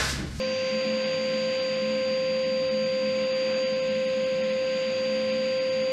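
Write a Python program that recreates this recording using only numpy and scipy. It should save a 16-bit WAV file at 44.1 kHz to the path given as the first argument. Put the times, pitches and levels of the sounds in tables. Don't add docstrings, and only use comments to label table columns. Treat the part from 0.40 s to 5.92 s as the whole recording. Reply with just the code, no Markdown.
import sys
import numpy as np
from scipy import signal
from scipy.fft import rfft, irfft, next_fast_len
from scipy.io import wavfile
from scipy.ndimage import map_coordinates

SR = 44100
rng = np.random.default_rng(int(sys.argv[2]) if len(sys.argv) > 2 else 0)


def linear_from_db(decibels):
    return 10 ** (np.asarray(decibels, float) / 20)


def transcribe(u):
    v = np.clip(np.atleast_2d(u).T, -1, 1)
    q = np.round(v * 32767).astype(np.int16)
    wavfile.write(sys.argv[1], SR, q)


N = 243431

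# time [s], roar_level [dB]
AIR_PATH = [(0, -39), (.25, -38.5), (.8, -38), (1.25, -38.5), (1.55, -39.3), (1.8, -40.5), (2.3, -41.5),
            (2.7, -40.5), (3.15, -39.5), (3.45, -40.5), (3.8, -40.5), (4.15, -40.5), (4.5, -39),
            (4.8, -39.5), (5.15, -40), (5.52, -40.5)]


def unit(x):
    return x / np.sqrt(np.mean(x ** 2) + 1e-20)


def curves(rows):
    s, *cols = np.transpose(rows)
    return [np.interp(np.arange(N) / SR, s, c) for c in cols]


def wobble(rate):
    knots = rng.standard_normal(int(N * rate / SR) + 4)
    return map_coordinates(knots, [np.arange(N) * rate / SR])


def ramp(start_s, length_s):
    return np.clip((np.arange(N) / SR - start_s) / length_s, 0, 1)


def turns(hz):
    return 2 * np.pi * np.cumsum(hz) / SR


def noise(response):
    m = next_fast_len(N + 8192)
    spectrum = rfft(rng.standard_normal(m)) * response(np.fft.rfftfreq(m, 1 / SR))
    return unit(irfft(spectrum, m)[:N])


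def colour(points, hz):
    f, db = np.transpose(points)
    return linear_from_db(np.interp(np.log(hz + 1), np.log(f + 1), db, left=-120, right=-120))


def drive():
    # time [s], ninth_multiple [Hz], tone [dB]
    speed = [
        (0.05, 4704, -28.5),
        (1.53, 4704, -27.5),
        (1.77, 4705, -26.5),
        (4.11, 4702, -26.5),
        (4.52, 4703, -27.5),
        (5.47, 4703, -26),
    ]
    # level [dB rms], gain per dB of tone [dB], gain per dB of air path [dB],
    # gain under full load [dB], unsteadiness [dB]
    second = (-48, -2.1, -0.6, -1.2, 0.66)
    third = (-51.5, -0.5, 0.96, 1.8, 0.9)
    ninth = (-40, 0.04, .5, -6.5, 0.62)
    eighteenth = (-79, 1, 0.8, 3, 1.7)
    # multiple [times the drive tone], level [dB rms]
    weaker = [(4, -56.5), (5, -55), (6, -60), (7, -62), (8, -64), (10, -70.5), (11, -76.5), (12, -84.5),
              (15, -92), (19, -101), (20, -101), (22, -89.5), (23, -104)]

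    ninth_hz, tone_db = curves(speed)
    phase = turns(ninth_hz / 9)
    path_db = curves(AIR_PATH)[0]
    near_db = tone_db - tone_db.mean()
    clear_db = path_db - path_db.mean()

    load_stays = 0.25
    taken = ramp(3.33, 0.13)
    load = taken - (1 - load_stays) * ramp(4.15, 0.16)

    def level(settings, load):
        db, per_near, per_clear, load_db, shake_db = settings
        steady_db = db + per_near * near_db + per_clear * clear_db + load_db * load
        return linear_from_db(steady_db + shake_db * (wobble(14) + 0.69 * wobble(5.4)))

    pull_phase = turns(np.full(N, 100))
    side = linear_from_db(-35) * np.sin(phase - pull_phase)
    out = linear_from_db(tone_db + 0.08 * wobble(12) + 0.11 * wobble(4)) * (np.sin(phase) + side)
    out += level(second, taken) * np.sin(2 * phase + 1)
    out += level(third, load) * np.sin(3 * phase + 2)
    pull = 1 + 0.07 * np.sin(pull_phase)
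    out += level(ninth, load) * pull * np.sin(9 * phase + 0.1 * wobble(20))
    out += level(eighteenth, taken) * np.sin(18 * phase + 0.2 * wobble(20))
    for multiple, db in weaker:
        load_db = 2 * (multiple > 18) * (2 * taken - 1)
        tone = np.sin(multiple * phase + 0.45 * wobble(12) + rng.uniform(0, 7))
        out += linear_from_db(db + load_db + 1.2 * wobble(9.3)) * tone
    return np.sqrt(2) * out


def hose():
    # start [s], length [s], level [dB], pitch [Hz]
    swells = [(-.04, .22, -40, 216), (.3, .12, -33.5, 215), (0.432, 0.18, -34.5, 217),
              (0.596, .14, -37, 216.4), (.77, .14, -38, 217.8), (0.911, .22, -37, 216.5),
              (1.16, .04, -45, 219), (1.272, 0.12, -39.5, 213.2), (1.389, 0.21, -35.5, 216),
              (1.65, 0.13, -36.5, 218.6), (1.866, 0.16, -39, 219), (2.03, 0.18, -41, 217),
              (2.293, 0.19, -35.5, 216.5), (2.5, 0.098, -37, 210.3), (2.607, 0.12, -35.5, 213.4),
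              (2.719, 0.17, -39.5, 211.4), (2.891, 0.097, -39, 215.2), (3.042, .16, -39.5, 216.4),
              (3.219, 0.049, -36, 224.3), (3.287, 0.086, -40, 214.2), (3.469, .16, -37, 215),
              (3.64, 0.061, -41, 217), (3.75, 0.097, -36, 217), (3.91, .05, -36, 213),
              (3.97, 0.25, -41.5, 214.8), (4.33, 0.057, -38, 220), (4.43, 0.11, -39, 220),
              (4.574, .55, -38, 218), (5.251, 0.068, -42, 223), (5.34, 0.14, -40, 219)]
    # pitch [Hz], width [Hz], level [dB rms]
    modes = [(104.6, 14, -57), (129, 21, -63.5), (167.2, 13, -49.5), (195.8, 11, -51), (218.3, 15, -50.5),
             (250.7, 26, -52), (284, 11, -50.5), (657, 11, -63.5), (768, 9.2, -66), (970, 42, -64),
             (1355, 28, -60), (1964, 32, -66.5), (2392, 12, -59), (2567, 17, -55.5), (2700, 25, -60.5),
             (6390, 86, -66), (6970, 46, -72.5)]

    strength = linear_from_db(-50.5) * np.ones(N)
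    for start_s, length_s, db, _ in swells:
        rise_s, fall_s = min(0.04, length_s / 2), min(0.051, length_s / 2)
        fade = ramp(start_s + length_s - fall_s, fall_s)
        strength += linear_from_db(db) * (ramp(start_s, rise_s) - fade)

    start_s, length_s, _, hum_hz = np.transpose(swells)
    pitch_hz = np.interp(np.arange(N) / SR, start_s + length_s / 2, hum_hz)
    phase = turns(pitch_hz) + 0.4 * wobble(20)
    flutter = linear_from_db(-1 + 0.4 * wobble(21))
    out = np.sqrt(2) * strength * flutter * np.sin(phase)
    for hz, width, db in modes:
        def ring(f):
            damping = 1j * f * width
            return (damping / (hz * hz - f * f + damping)) ** 2
        out += linear_from_db(db) * noise(ring)
    return out


def walls(f):
    delays_s = rng.uniform(0.003, 0.04, 8)
    return 1 + 0.093 * sum(np.exp(-2j * np.pi * f * s) for s in delays_s)


def hose_echo(f):
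    return 1 / (1 - 0.2 * np.exp(-2j * np.pi * f * 0.0162))


def air():
    # frequency [Hz], level [dB per Hz]
    rumble_bands = [(5, -9), (25, -16), (40, -8), (55, 5.5), (85, 0.5), (110, -26.5)]
    body_bands = [(60, -59.5), (90, -30), (150, -24), (320, -14.5), (420, -16.5), (520, -15.5),
                  (640, -19.5), (900, -23), (1150, -23.5), (1500, -25), (1750, -22), (2000, -58)]
    roar_bands = [(1500, -27.5), (1650, -11.5), (1750, -11), (1900, -2), (2250, -1.5), (2600, 1.5),
                  (2900, -1), (3000, -3), (4100, -9), (4450, -13), (4700, -7), (5200, -14), (5280, -21),
                  (5500, -46)]
    fill_bands = [(5150, -26), (5260, 0), (5500, -7.5), (5720, -7.5), (5800, -1), (6130, -2), (6300, -2.5),
                  (6400, -5.5), (6500, -29.5)]
    hiss_bands = [(6330, -38.5), (6390, -6), (6480, -0.5), (6600, 0.5), (6730, 2.5), (6780, -9.5),
                  (7080, -4.5), (7130, -8), (8000, -21), (9200, -28), (9800, -31.5), (12000, -38.5),
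                  (13500, -33.5), (15730, -35)]
    # middle [s], half_length [s], level [dB]
    gusts = [
        (.62, .04, 2),
        (2.92, .05, 1.5),
        (3.125, .055, 5.5),
        (3.6, .12, -2),
        (5.19, .07, -3),
    ]

    roar_db, = curves(AIR_PATH)
    open_db = roar_db - roar_db.mean()
    t = np.arange(N) / SR
    gust_db = sum(db * np.exp(-((t - s) / half) ** 2) for s, half, db in gusts)
    leak_db = 9 * (1 - ramp(0.29, 0.12))

    rumble_db = -67.5 - 1.7 * open_db + 1.3 * wobble(4.4) + 1.1 * wobble(6.2)
    rumble = linear_from_db(rumble_db) * noise(lambda f: colour(rumble_bands, f))

    body_db = -45.5 + 0.8 * open_db + gust_db + 0.6 * wobble(13)
    body = linear_from_db(body_db) * noise(lambda f: colour(body_bands, f) * walls(f))

    roar_gain = linear_from_db(roar_db + 0.13 + 0.5 * wobble(18))
    roar = roar_gain * noise(lambda f: colour(roar_bands, f) * hose_echo(f) * walls(f))

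    fill_db = -63.5 + 1.6 * open_db + leak_db + 0.55 * wobble(9.9)
    fill = linear_from_db(fill_db) * noise(lambda f: colour(fill_bands, f))

    hiss_db = -55 + 0.9 * open_db + 0.74 * wobble(20)
    hiss = linear_from_db(hiss_db) * noise(lambda f: colour(hiss_bands, f) * walls(f))
    return rumble + body + roar + fill + hiss


def scene():
    return (drive() + hose() + air())[None]


def round_coarsely(x):
    # frequency [Hz], step [dB]
    step_sizes = [(20, -74), (300, -63), (1200, -59), (2500, -55), (4200, -58), (5500, -65), (7600, -66),
                  (9400, -73), (22050, -75)]
    # middle [s], frames_in_a_row [count], extra_coarseness [dB]
    moments = [(.6514, 1, 0), (.7385, 1, 0), (1.2071, 1, 0), (1.3563, 1, -2), (2.0445, 1, -1),
               (2.3006, 1, 0), (2.4504, 1, -1), (2.85, 1, -1), (2.9313, 2, -1), (3.1492, 1, -3),
               (3.2527, 2, 0), (3.3466, 1, 1), (3.412, 1, 1), (3.498, 1, -1), (3.6662, 1, 0), (3.852, 1, 0),
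               (4.025, 1, 1), (4.114, 1, 0), (4.9197, 1, 0), (5.2, 1, 0), (5.308, 1, 0), (5.4301, 1, -1)]

    frame = 1882
    half = frame // 2
    n, k = np.arange(frame) + 0.5, np.arange(half) + 0.5
    window = np.sqrt(2 / half) * np.sin(np.pi * n / frame)
    basis = window * np.cos(np.pi / half * np.outer(k, n + half / 2))
    usual_step = colour(step_sizes, k * SR / frame) * np.sqrt(frame)
    out = x.copy()
    for middle_s, count, coarse_db in moments:
        step = usual_step * linear_from_db(coarse_db)
        first = round(middle_s * SR - (count + 1) * half / 2)
        for start in first + half * np.arange(count):
            lines = basis @ x[start:start + frame] / step
            error = (np.round(lines) - lines) * step
            out[start:start + frame] += error @ basis
    return out


def low_pass(x):
    return signal.sosfilt(signal.butter(12, 15990, fs=SR, output="sos"), x)


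def record(dry):
    mix = round_coarsely(dry[0])[None]
    return low_pass(mix)


dry = scene()
out = record(dry)
transcribe(out)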